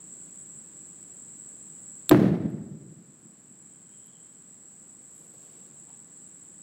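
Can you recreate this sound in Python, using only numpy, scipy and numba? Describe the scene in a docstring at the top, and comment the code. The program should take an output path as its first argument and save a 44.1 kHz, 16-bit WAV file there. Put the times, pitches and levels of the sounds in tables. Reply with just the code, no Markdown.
"""A snap, then a boom: a homemade gas cannon fires on a lawn at night. The igniter is a noise burst, the barrel a set
of decaying modes, the shock fronts filtered clicks; trees and houses return echo clicks and decaying noise.
Left-over gas burns softly at the muzzle and faint ticks and rustles follow, as flickering noise bands. Insects, noise
cut into wing strokes, shrill over a low distant hum. The camera's gain control ducks under the blast and lets the
night back in over several seconds."""
import sys
import numpy as np
from scipy import signal
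from scipy.fft import rfft, irfft, next_fast_len
from scipy.io import wavfile
from numba import njit

SR = 44100
rng = np.random.default_rng(int(sys.argv[2]) if len(sys.argv) > 2 else 0)


def persist_wave(psi):
    """Save psi, clipped to +-1, as 16-bit WAV."""
    counts = np.round(np.clip(psi, -1, 1) * 32767).astype(np.int16)
    wavfile.write(sys.argv[1], SR, np.atleast_2d(counts).T)


N = 291940
TIME = np.arange(N) / SR
SPARK_S, BLAST_S = 2.0939, 2.1122


def blast(ring_peak_db=22, shock_db=15):
    """Pressure swells exponentially, then levels off, rings the barrel's air and throws out shock fronts."""
    # Air modes of the barrel. Each row: frequency in Hz, level in dB, t60 in seconds.
    barrel_modes = [(124, -18, 0.33), (177, -9, 0.18), (303, -3, 0.21), (360, -8, 0.23), (540, -19, .18),
                    (664, -16, 0.15), (844, -19, .13)]
    # Shock fronts leaving the muzzle. 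Each row: time in seconds, level in dB, treble edge in Hz.
    shock_fronts = [(2.1122, -21, 6970), (2.1139, -14.5, 10040), (2.1179, -11, 3500), (2.1266, -6.5, 3000),
                    (2.1467, 2.5, 2800)]
    # Colour of a shock front. Each row: frequency in Hz, level in dB.
    shock_outline = [(30, -33.5), (250, 0), (800, -1.5), (1800, -8.5), (4000, -24), (8000, -37.5),
                     (16000, -45.5)]
    swell_s, half_pressure_s = .0029, .0125
    age_s = TIME - BLAST_S
    pressure = .5 + .5 * np.tanh((age_s - half_pressure_s) / (2 * swell_s))
    modes = 0
    for hz, db, t60_s in barrel_modes:
        tone = np.cos(2 * np.pi * hz * (age_s - half_pressure_s))
        modes = modes + undb(db) * fade(SPARK_S, t60_s) * tone
    ring = pressure * modes
    ring = undb(ring_peak_db) * ring / np.abs(ring).max()
    fronts = sum(dull(clicks([(s, db)]), edge_hz) for s, db, edge_hz in shock_fronts)
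    return ring + undb(shock_db) * colour(fronts, shock_outline)


def spark(crack_db=-12.0, crack_s=0.0014, ring_db=-25, ring_t60_s=.02):
    """The igniter: a millisecond of discharge and a short ring, both coloured noise."""
    # Colour of the snap. Each row: frequency in Hz, level in dB.
    snap_outline = [(300, -32), (1360, -12.5), (2400, -21), (3100, -2), (3900, -2.5), (5800, -20),
                    (7570, -6), (10000, -5.5), (12700, -6.5), (14000, 5), (16000, -11.5)]
    discharge = (TIME >= SPARK_S) * (TIME < SPARK_S + crack_s)
    envelope = undb(crack_db) * discharge + undb(ring_db) * fade(SPARK_S, ring_t60_s)
    return level(colour(noise(), snap_outline), 0) * envelope


def surroundings(echo_db=20, lumpy_db=1.5, rumble_db=5.6, foliage_db=6.5):
    """Big surfaces return thuds and a dull roll; foliage scatters a brighter roar that dies with path length."""
    # Echoes from houses and tree lines. 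Each row: time in seconds, level in dB relative to the roll then.
    distinct_echoes = [(2.147, -6), (2.216, -2), (2.243, -0.5), (2.316, 0), (2.403, -3.5), (2.456, -6),
                       (2.541, -1), (2.739, -4.5), (3.51, 3)]
    # Colour of the echoes. Each row: frequency in Hz, level in dB.
    echo_outline = [(25, -39), (50, -35), (80, -18.5), (125, -4), (160, 2), (210, 1), (260, -8.5),
                    (320, -7), (500, -24), (1000, -45.5), (4000, -71.5)]
    # Colour of the roar scattered by foliage. Each row: frequency in Hz, level in dB.
    scatter_outline = [(100, -23.5), (220, -6.5), (305, 5), (420, -3.5), (650, -8.5), (1000, -21.5),
                       (1900, -22.5), (2600, -30.5), (4200, -35.5), (5000, -41), (9000, -46.5),
                       (16000, -50)]
    strength = roll()
    returns = (clicks(distinct_echoes) + small_echoes()) * strength
    thuds = undb(echo_db) * colour(returns, echo_outline)
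    rumble = level(colour(noise(), echo_outline), rumble_db)
    roar = air(level(colour(noise(), scatter_outline), foliage_db))
    uneven = strength * undb(lumpy_db * walk(70))
    return dull(thuds + rumble * uneven, 1500) + roar * uneven


def roll(attack_s=.014, hold_s=0.21, db_per_doubling=22.5, order=4):
    """Returning strength: quick rise, hold across the nearby trees, then a fixed loss per doubled travel time."""
    age_s = np.maximum(TIME - BLAST_S, 0)
    rise = np.minimum(age_s / attack_s, 1) ** 2
    # order sets how sharply the hold bends into the loss
    doublings = np.log2(1 + (age_s / hold_s) ** order) / order
    return rise * undb(-db_per_doubling * doublings)


def small_echoes(first_s=.13, last_s=.8, db=-11, scatter_db=2, count=20):
    """Lesser surfaces at random distances, one in each equal step of delay."""
    place, size = rng.random((count, 2)).T
    delay_s = first_s + (last_s - first_s) * (np.arange(count) + place) / count
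    echo_db = db + scatter_db * (2 * size - 1)
    return clicks(np.column_stack([BLAST_S + delay_s, echo_db]))


def air(x, db_per_s=29, db_per_s_per_khz=2.7, size=512):
    """The longer the sound has travelled, the more it has lost, treble most."""
    hz, s, frames = signal.stft(x, SR, nperseg=size)
    rate_db_per_s = db_per_s + db_per_s_per_khz * hz / 1000
    loss_db = np.outer(rate_db_per_s, np.maximum(s - BLAST_S, 0))
    return signal.istft(frames * undb(-loss_db), SR)[1][:N]


def flame(middle_s=4.05, spread_s=0.19, db=-68.0, flicker_db=3, width_hz=330):
    """Left-over gas burns at the muzzle: a thin, flickering noise band that swells and fades."""
    whisper = level(band(noise(), 3160, width_hz), db)
    return whisper * swell(middle_s, spread_s) * undb(flicker_db * walk(12))


def ticks(t60_s=0.028):
    """Tiny high ticks after the shot: decaying noise bands."""
    # Each row: start in seconds, centre in Hz, level in dB.
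    tick_rows = [(2.5, 10300, -42.5), (4.064, 12980, -54)]
    return sum(level(band(noise(), hz, 3500), db) * fade(s, t60_s) for s, hz, db in tick_rows)


def rustles(grain_db=2.2, grain_hz=110):
    """Soft, grainy noise bands close to the microphone swell and fade once the boom has gone."""
    # Each row: middle in seconds, spread in seconds, centre in Hz, width in Hz, level in dB.
    rustle_rows = [(5.18, .045, 10000, 7000, -65), (5.4, 0.23, 9500, 11000, -67),
                   (5.19, 0.045, 2900, 3500, -76), (5.52, 0.14, 3200, 4000, -67),
                   (5.46, 0.24, 380, 450, -61.5), (5.91, 0.025, 830, 260, -61),
                   (5.92, .03, 3000, 2000, -70.5)]
    swells = 0
    for middle_s, spread_s, hz, width_hz, db in rustle_rows:
        swells = swells + level(band(noise(), hz, width_hz), db) * swell(middle_s, spread_s)
    return swells * undb(grain_db * walk(grain_hz))


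def insects(db=-46.5, base_stroke_hz=60, shimmer_db=1.02, count=16):
    """Each insect rasps in quick wing strokes at its own pace; they merge into a shrill band and faint overtone."""
    # Wing resonances. Each row: frequency in Hz, level in dB.
    wing_outline = [(5500, -55), (6400, -33), (7020, -16), (7200, -7.5), (7400, -5), (7700, -0.5),
                    (8000, 0), (8200, -10.5), (8450, -26), (8800, -35.5), (11000, -54.5), (14000, -51),
                    (14700, -36.5), (15800, -33.5)]
    chorus = 0
    for pace in rng.uniform(.5, 2, count):
        strokes = np.cumsum(base_stroke_hz * pace * (1 + 0.053 * walk(7.2))) / SR
        rasp = noise() * np.sin(np.pi * strokes) ** 2
        chorus = chorus + rasp * undb(2 * walk(10.0))
    return level(colour(chorus, wing_outline), db) * undb(shimmer_db * walk(15))


def night(db=-57.0):
    """Steady distant hum of traffic and machines, with some hiss: coloured noise."""
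    # Each row: frequency in Hz, relative level in dB per Hz.
    night_outline = [(25, -31), (50, -24.5), (80, -19), (125, -4.5), (185, 1.5), (270, -5), (330, -5),
                     (450, -14.5), (800, -22.5), (1700, -24.5), (2500, -29.5), (3600, -28), (6000, -33.5),
                     (12000, -40.5), (16000, -38)]
    return level(colour(noise(), night_outline), db)


def undb(db):
    """Decibels to gain."""
    return 10 ** (np.asarray(db) / 20)


def level(x, db):
    """Scale to an rms level."""
    return x * undb(db) / np.sqrt(np.mean(x ** 2))


def colour(x, points):
    """Causal minimum-phase filter with the given (Hz, dB) outline; a unit click comes out with peak 1."""
    hz, db = np.transpose(points)
    size = 2 * next_fast_len(N)
    bins_hz = np.maximum(np.arange(size // 2 + 1) * SR / size, 1)
    outline_db = np.interp(np.log(bins_hz), np.log(hz), db)
    # folding the cepstrum onto positive times makes the filter causal
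    cepstrum = irfft(np.log(undb(outline_db)))
    cepstrum[1:size // 2] *= 2
    cepstrum[size // 2 + 1:] = 0
    response = np.exp(rfft(cepstrum))
    peak = np.abs(irfft(response)).max()
    return irfft(rfft(x, size) * response / peak)[:N]


def band(x, hz, width_hz):
    """A resonance applied twice; the width is that of one pass."""
    b, a = signal.iirpeak(hz, hz / width_hz, fs=SR)
    return signal.lfilter(b, a, signal.lfilter(b, a, x))


def dull(x, edge_hz):
    """Treble lost above an edge."""
    return signal.sosfilt(signal.butter(2, edge_hz, fs=SR, output="sos"), x)


def fade(start_s, t60_s):
    """Silence until start, then an exponential decay."""
    return (TIME >= start_s) * np.exp(-np.log(1000) * np.maximum(TIME - start_s, 0) / t60_s)


def swell(middle_s, spread_s):
    """Bell-shaped rise and fall with peak 1."""
    return np.exp(-.5 * ((TIME - middle_s) / spread_s) ** 2)


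def clicks(rows):
    """One impulse for each (s, dB) row."""
    s, db = np.transpose(rows)
    return np.bincount(np.round(s * SR).astype(int), undb(db), N)


def noise():
    """White noise."""
    return rng.standard_normal(N)


def walk(knots_per_s):
    """Random wander: straight lines between normal random knots."""
    knots = rng.standard_normal(2048)
    return np.interp(TIME * knots_per_s, np.arange(len(knots)), knots)


def scene():
    """Everything that reaches the microphone."""
    shot = spark() + blast() + surroundings()
    aftermath = flame() + ticks() + rustles()
    return (shot + aftermath + insects() + night())[None]


@njit
def gain_control(x, top, attack_s, hold_s, release_s):
    """Gain drops quickly on overload, holds, then creeps back ever more slowly."""
    y, gain, wait_s = np.empty(len(x)), 1., 0.
    for i in range(len(x)):
        out = abs(x[i]) * gain
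        if out > top:
            gain -= gain * (1 - top / out) / (attack_s * SR)
            if wait_s <= 0:
                wait_s = hold_s
        elif wait_s <= 0:
            gain += (1 - gain) ** 2 / (release_s * SR)
        wait_s -= 1 / SR
        y[i] = x[i] * gain
    return y


def record(dry, hiss_db=-65):
    """The camera ducks its gain, flattens peaks that slip through, adds its own noise and cuts both ends."""
    # The camera's own noise. Each row: frequency in Hz, relative level in dB per Hz.
    hiss_outline = [(25, -25), (60, -17), (110, -3), (170, 1), (400, -7), (800, -12.5), (1700, -14.5),
                    (2600, -21.5), (6000, -25), (10000, -29), (16000, -32.5)]
    ceiling, attack_s, hold_s, release_s = .5, .0004, .24, 1.45
    low_cut_hz, top_hz = 40, 15750
    ducked = gain_control(dry[0], ceiling, attack_s, hold_s, release_s)
    clipped = ducked / (1 + (ducked / ceiling) ** 12) ** (1 / 12)
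    lean = signal.sosfilt(signal.butter(1, low_cut_hz, "high", fs=SR, output="sos"), clipped)
    noisy = lean + level(colour(noise(), hiss_outline), hiss_db)
    return signal.sosfilt(signal.ellip(8, .2, 70, top_hz, fs=SR, output="sos"), noisy)[None]


dry = scene()
out = record(dry)
persist_wave(out)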